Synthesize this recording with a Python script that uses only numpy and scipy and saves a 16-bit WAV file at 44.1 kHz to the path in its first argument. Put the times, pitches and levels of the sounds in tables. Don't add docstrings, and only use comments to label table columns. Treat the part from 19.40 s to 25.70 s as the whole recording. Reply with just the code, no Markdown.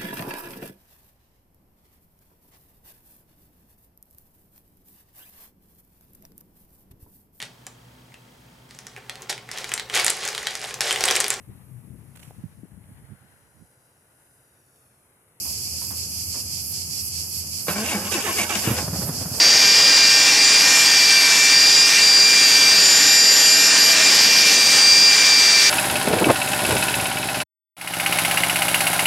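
import sys
import numpy as np
from scipy import signal
from scipy.fft import rfft, irfft, next_fast_len
from scipy.io import wavfile
from scipy.ndimage import uniform_filter1d, map_coordinates

SR = 44100
rng = np.random.default_rng(int(sys.argv[2]) if len(sys.argv) > 2 else 0)


def dump_mix(stems):
    frames = np.atleast_2d(stems).T
    limited = np.clip(frames, -1, 1)
    pcm = np.round(limited * 32767).astype(np.int16)
    wavfile.write(sys.argv[1], SR, pcm)


N = 277735
TIME_S = np.arange(N) / SR
PINION_TEETH, LAYSHAFT_TEETH, SECOND_TEETH, COMMUTATOR_BARS = 6, 26, 10, 29


def amp(db):
    return 10 ** (np.asarray(db) / 20)


def unit(x):
    return x / np.sqrt(np.mean(x ** 2) + 1e-20)


def curves(rows):
    times, *columns = np.transpose(rows)
    return [np.interp(TIME_S, times, column) for column in columns]


def wobble(rate):
    knots = rng.standard_normal(int(N * rate / SR) + 4)
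    return map_coordinates(knots, [TIME_S * rate])


def filtered(x, response):
    size = next_fast_len(N + 8192)
    return irfft(rfft(x, size) * response(np.fft.rfftfreq(size, 1 / SR)), size)[:N]


def rush(colour, patchy_db):
    white = signal.stft(rng.standard_normal(N), nperseg=512)[2]
    patches = uniform_filter1d(rng.standard_normal(white.shape), size=6, axis=0)
    patches = unit(uniform_filter1d(patches, size=30, axis=1))
    noise = signal.istft(white * amp(patchy_db * patches), nperseg=512)[1][:N]
    freq_hz, db = np.transpose(colour)
    return unit(filtered(noise, lambda hz: amp(np.interp(np.log(hz + 1), np.log(freq_hz), db))))


def tone(cycles):
    return np.sqrt(2) * np.sin(2 * np.pi * (cycles + rng.random()))


def wire_wheel(layshaft):
    # time_s, level_db
    scrub_levels = [(0, -15.5), (1.3, -16), (2.1, -16.5), (2.6, -17), (2.72, -17.9), (3.28, -15.5),
                    (3.8, -18), (4.35, -16.5), (4.5, -16.5), (4.72, -14.5), (5.57, -17.5), (6.3, -15.5)]
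    # freq_hz, relative_db
    scrub_colour = [(300, -51), (800, -9.5), (1300, -10.5), (1700, -4.5), (2400, -5), (3200, -4.5),
                    (4000, -3.5), (4700, 1), (5500, 2), (6200, -1), (7200, -8.5), (8500, -17),
                    (11000, -27.5)]
    # freq_hz, relative_db
    tip_colour = [(4000, -26), (7000, -3.5), (8200, 2), (9000, -4.5), (10000, -8.5), (11200, -14),
                  (12500, -19), (14000, -15), (15700, -34)]
    scrub_db, = curves(scrub_levels)
    _, rise_db, _ = bites()
    settling_db = -5.5 * np.clip(1 - TIME_S / 0.9, 0, 1)
    fizz_db = -27.5 + settling_db + 0.55 * rise_db
    throb = tone(layshaft)
    press = wobble(45)
    scrub = amp(scrub_db + rise_db + 0.44 * press) * rush(scrub_colour, patchy_db=0.98)
    fizz = amp(fizz_db + 0.85 * press) * rush(tip_colour, patchy_db=2.0)
    return scrub * (1 + 0.052 * throb) + fizz * (1 + 0.017 * throb)


def reflected(hiss, front_ms=0.941, aside_ms=0.503, echo_db=-18):
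    # time_s, aside_fraction (0 in front of the mic, 1 farthest aside)
    travel = [(0, 0.1), (2.8, 0.17), (3.05, 0.17), (3.3, 0.2), (3.48, .9), (3.95, 0.92), (4.2, 0.46),
              (4.55, 0.5), (4.8, 0.14), (5.5, 0.31), (6.3, 0.076)]
    aside, = curves(travel)
    delay_ms = front_ms + (aside_ms - front_ms) * aside
    echo = map_coordinates(hiss, [np.arange(N) - delay_ms * SR / 1000])
    return hiss + amp(echo_db) * echo


def runout(shaft):
    return unit(sum(tone(k * shaft) / np.sqrt(k) for k in range(1, 6)))


def gear_tone(cycles, shaft, db, uneven, rough, flutter):
    swing = uneven * runout(shaft) + rough * wobble(300)
    slip = (uneven * runout(shaft) + rough * wobble(120)) / (2 * np.pi)
    return amp(db) * (1 + swing + flutter * wobble(42)) * tone(cycles + slip)


def gears(turns, layshaft):
    # time_s, relative_db
    low_levels = [(0.0, -28.0), (0.11, -34), (0.2, -25.9), (2.05, -20.5), (2.34, -26), (2.57, -21.1),
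                  (2.76, -28.5), (2.96, -18.5), (3.09, -29), (3.26, -20.5), (3.47, -32.0), (3.71, -25.3),
                  (3.94, -35), (4.2, -22.5), (4.33, -27.5), (4.69, -22.5), (4.76, -30.0), (4.99, -19.5),
                  (5.25, -24.5), (6.3, -21)]
    # time_s, level_db
    whine_levels = [(0.0, -15), (1.86, -18), (2.21, -14), (2.48, -15.5), (2.78, -13), (2.96, -17),
                    (3.05, -15.5), (3.66, -16), (4.07, -13.5), (4.24, -20.7), (4.29, -16.5), (5.12, -20.5),
                    (5.51, -12), (6.3, -18.5)]
    # time_s, relative_db
    high_levels = [(0.0, -30), (0.58, -27), (0.96, -36), (1.07, -20.5), (1.22, -30), (1.5, -26.7),
                   (1.76, -36), (2.39, -21.5), (2.51, -42.4), (2.62, -26), (3.06, -24.5), (3.32, -34),
                   (3.45, -16.7), (4.73, -25), (4.78, -27), (4.97, -36.9), (5.12, -15), (5.21, -39),
                   (5.7, -26.4), (6.3, -33.7)]
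    # time_s, level_db
    chuck_levels = [(0, -33), (.9, -28), (1.13, -33), (1.35, -29), (2.42, -31.5), (2.6, -27.5), (2.73, -35),
                    (2.95, -31), (4.35, -31), (5.6, -33.5), (6.3, -31)]
    # tooth_rate_multiple, relative_db
    chuck_harmonics = [(2, 0.2), (3, 0), (4, -9), (5, -33), (6, -14)]
    low_db, = curves(low_levels)
    whine_db, = curves(whine_levels)
    high_db, = curves(high_levels)
    chuck_db, = curves(chuck_levels)
    drop_db, _, third_db = bites()
    teeth = PINION_TEETH * turns
    low = gear_tone(teeth, layshaft, low_db - 0.6, uneven=0.044, rough=0.17, flutter=0.25)
    whine = gear_tone(2 * teeth, layshaft, whine_db - drop_db, uneven=0.074, rough=0.034, flutter=0.1)
    high = gear_tone(3 * teeth, layshaft, high_db + third_db - 0.3,
                     uneven=0.039, rough=0.074, flutter=0.16)
    chuck = sum(gear_tone(k * SECOND_TEETH * layshaft, layshaft, chuck_db + db,
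                          uneven=0.13, rough=0.25, flutter=0.28) for k, db in chuck_harmonics)
    return low + whine + high + chuck


def motor(turns, sputter_from_s=4.2):
    # speed_multiple, level_db
    armature_orders = [(1, -46.5), (2, -47), (3, -47.5), (4, -37), (5, -44), (9, -62), (11, -59), (13, -32),
                       (14, -32), (15, -48), (17, -54), (19, -68), (21, -48.5), (23, -46.5), (24, -44.5),
                       (25, -55), (26, -55), (27, -64)]
    # time_s, relative_db
    whistle_levels = [(0.0, -39), (0.21, -37), (0.54, -44), (0.9, -39.6), (1.11, -51), (1.21, -34.9),
                      (2.07, -35.5), (2.13, -40.2), (2.98, -40.9), (3.07, -31.6), (3.36, -33.5),
                      (4.28, -31.5), (4.35, -52), (4.4, -31), (4.65, -36), (5.42, -38), (5.47, -42.8),
                      (6.3, -39.1)]
    armature = sum(amp(db + 3.3 * wobble(20)) * tone(k * turns) for k, db in armature_orders)
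    whistle_db, = curves(whistle_levels)
    sputtering = np.clip((TIME_S - sputter_from_s) / 0.2, 0, 1)
    sputter_db = np.minimum(5 * wobble(24) * sputtering, 2.5)
    contact = 1 + 0.24 * wobble(45)
    whistle = tone(COMMUTATOR_BARS * turns + 0.039 * wobble(110))
    return armature + amp(whistle_db + sputter_db + 0.7) * contact * whistle


def workshop():
    # time_s, roar_relative_db, drone_db
    hall_levels = [(0, -32, -48), (1.3, -36, -46), (1.7, -38.5, -44), (2.8, -38, -43), (3.2, -33.5, -41.5),
                   (4, -34.5, -46), (4.7, -33, -37), (5.4, -34.5, -40), (5.8, -36, -46), (6.3, -34.5, -46)]
    # freq_hz, relative_db
    roar_colour = [(20, -35), (45, -23), (60, -11), (85, -18), (110, -5), (190, -2.5), (300, 3.5),
                   (360, 0.5), (520, 5), (700, 0.5), (1100, -13.5), (2500, -25)]
    # freq_hz, relative_db
    drone_colour = [(110, -27), (170, -6.5), (200, -0.5), (240, -12), (290, 0.5), (350, -15), (450, -26)]
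    # pitch_hz, level_db
    hum_lines = [(99, -58.5), (121, -54), (148, -57.5), (175, -50.5), (221, -51.5), (275, -49.5),
                 (297, -46.5), (440, -46), (495, -52), (550, -50), (605, -59), (660, -45), (825, -49.5)]
    roar_db, drone_db = curves(hall_levels)
    roar = amp(roar_db - 1.5) * rush(roar_colour, patchy_db=1.0)
    drone = amp(drone_db) * rush(drone_colour, patchy_db=1.3)
    hum = sum(amp(db + 0.67 * wobble(2.14)) * tone(hz * TIME_S + 0.05 * wobble(6.6))
              for hz, db in hum_lines)
    return roar + drone + hum


def bites(edge_s=0.049):
    # start_s, length_s, whine_drop_db, scrub_rise_db, third_harmonic_change_db
    catches = [(0.142, .08, 3, 0.5, -7), (0.78, 0.19, 6, 0.8, 8.5), (1.245, 0.2, 11, 1.5, 5),
               (1.868, 0.25, 9.5, 0.7, 6.5), (2.084, .06, 0, 2, -3), (2.46, 0.15, 8, 2.1, -1),
               (3.467, 0.23, 3.5, 0.8, -1), (3.924, 0.12, 4, 1, 2.5), (4.2, 0.19, 2.5, 1, 1),
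               (4.547, 0.099, 14, 0.5, 0), (5.064, 0.076, 6, 1.5, -10), (5.298, 0.13, 2, 2, 4),
               (5.707, 0.2, 4, 1.5, 2.5)]
    total_db = np.zeros((3, N))
    for start_s, length_s, *changes_db in catches:
        inside_s = np.minimum(TIME_S - start_s, start_s + length_s - TIME_S)
        total_db += np.outer(changes_db, np.clip(0.5 + inside_s / edge_s, 0, 1))
    return total_db


def distant_waver():
    # time_s, pitch_hz, level_db
    course = [(3.95, 570, -70), (4.08, 610, -44), (4.18, 640, -40), (4.33, 660, -60), (4.48, 658, -44),
              (4.6, 642, -36), (4.68, 632, -43), (4.78, 625, -70)]
    pitch_hz, level_db = curves(course)
    flutter = 1 + 0.4 * wobble(25)
    cycles = np.cumsum(pitch_hz + 9 * wobble(40)) / SR
    return amp(level_db) * flutter * tone(cycles)


def scene():
    # time_s, speed_hz
    speeds = [(0.0, 393.6), (0.07, 392.8), (0.43, 399.6), (0.84, 395.2), (1.24, 398.9), (1.5, 394.9),
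              (1.97, 390.8), (2.4, 399.6), (2.66, 394.6), (2.93, 396.6), (3.13, 393.1), (3.73, 396.2),
              (3.9, 395.1), (4.18, 398.0), (4.5, 395.4), (4.73, 398.2), (4.87, 395.5), (5.0, 396.6),
              (5.35, 393.9), (5.7, 395.5), (5.77, 393.7), (6.3, 392.2)]
    speed_hz, = curves(speeds)
    turns = np.cumsum(speed_hz + 0.1975 * wobble(30)) / SR
    layshaft = turns * PINION_TEETH / LAYSHAFT_TEETH
    hiss = reflected(wire_wheel(layshaft))
    mono = hiss + gears(turns, layshaft) + motor(turns) + workshop() + distant_waver()
    return np.array([mono, mono])


def gain_control(x, target_db, strength, window_s):
    power = np.abs(uniform_filter1d(x ** 2, int(window_s * SR))) + 1e-9
    return x * amp(strength * (target_db - 10 * np.log10(power)))


def record(dry):
    ceiling, top_hz = 0.78, 15750
    steadied = gain_control(dry[0], target_db=-12.1, strength=0.15, window_s=0.015)
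    rounded = steadied / (1 + np.abs(steadied / ceiling) ** 8) ** (1 / 8)
    mono = filtered(rounded, lambda hz: hz < top_hz)
    return np.array([mono, mono])


dry = scene()
out = record(dry)
dump_mix(out)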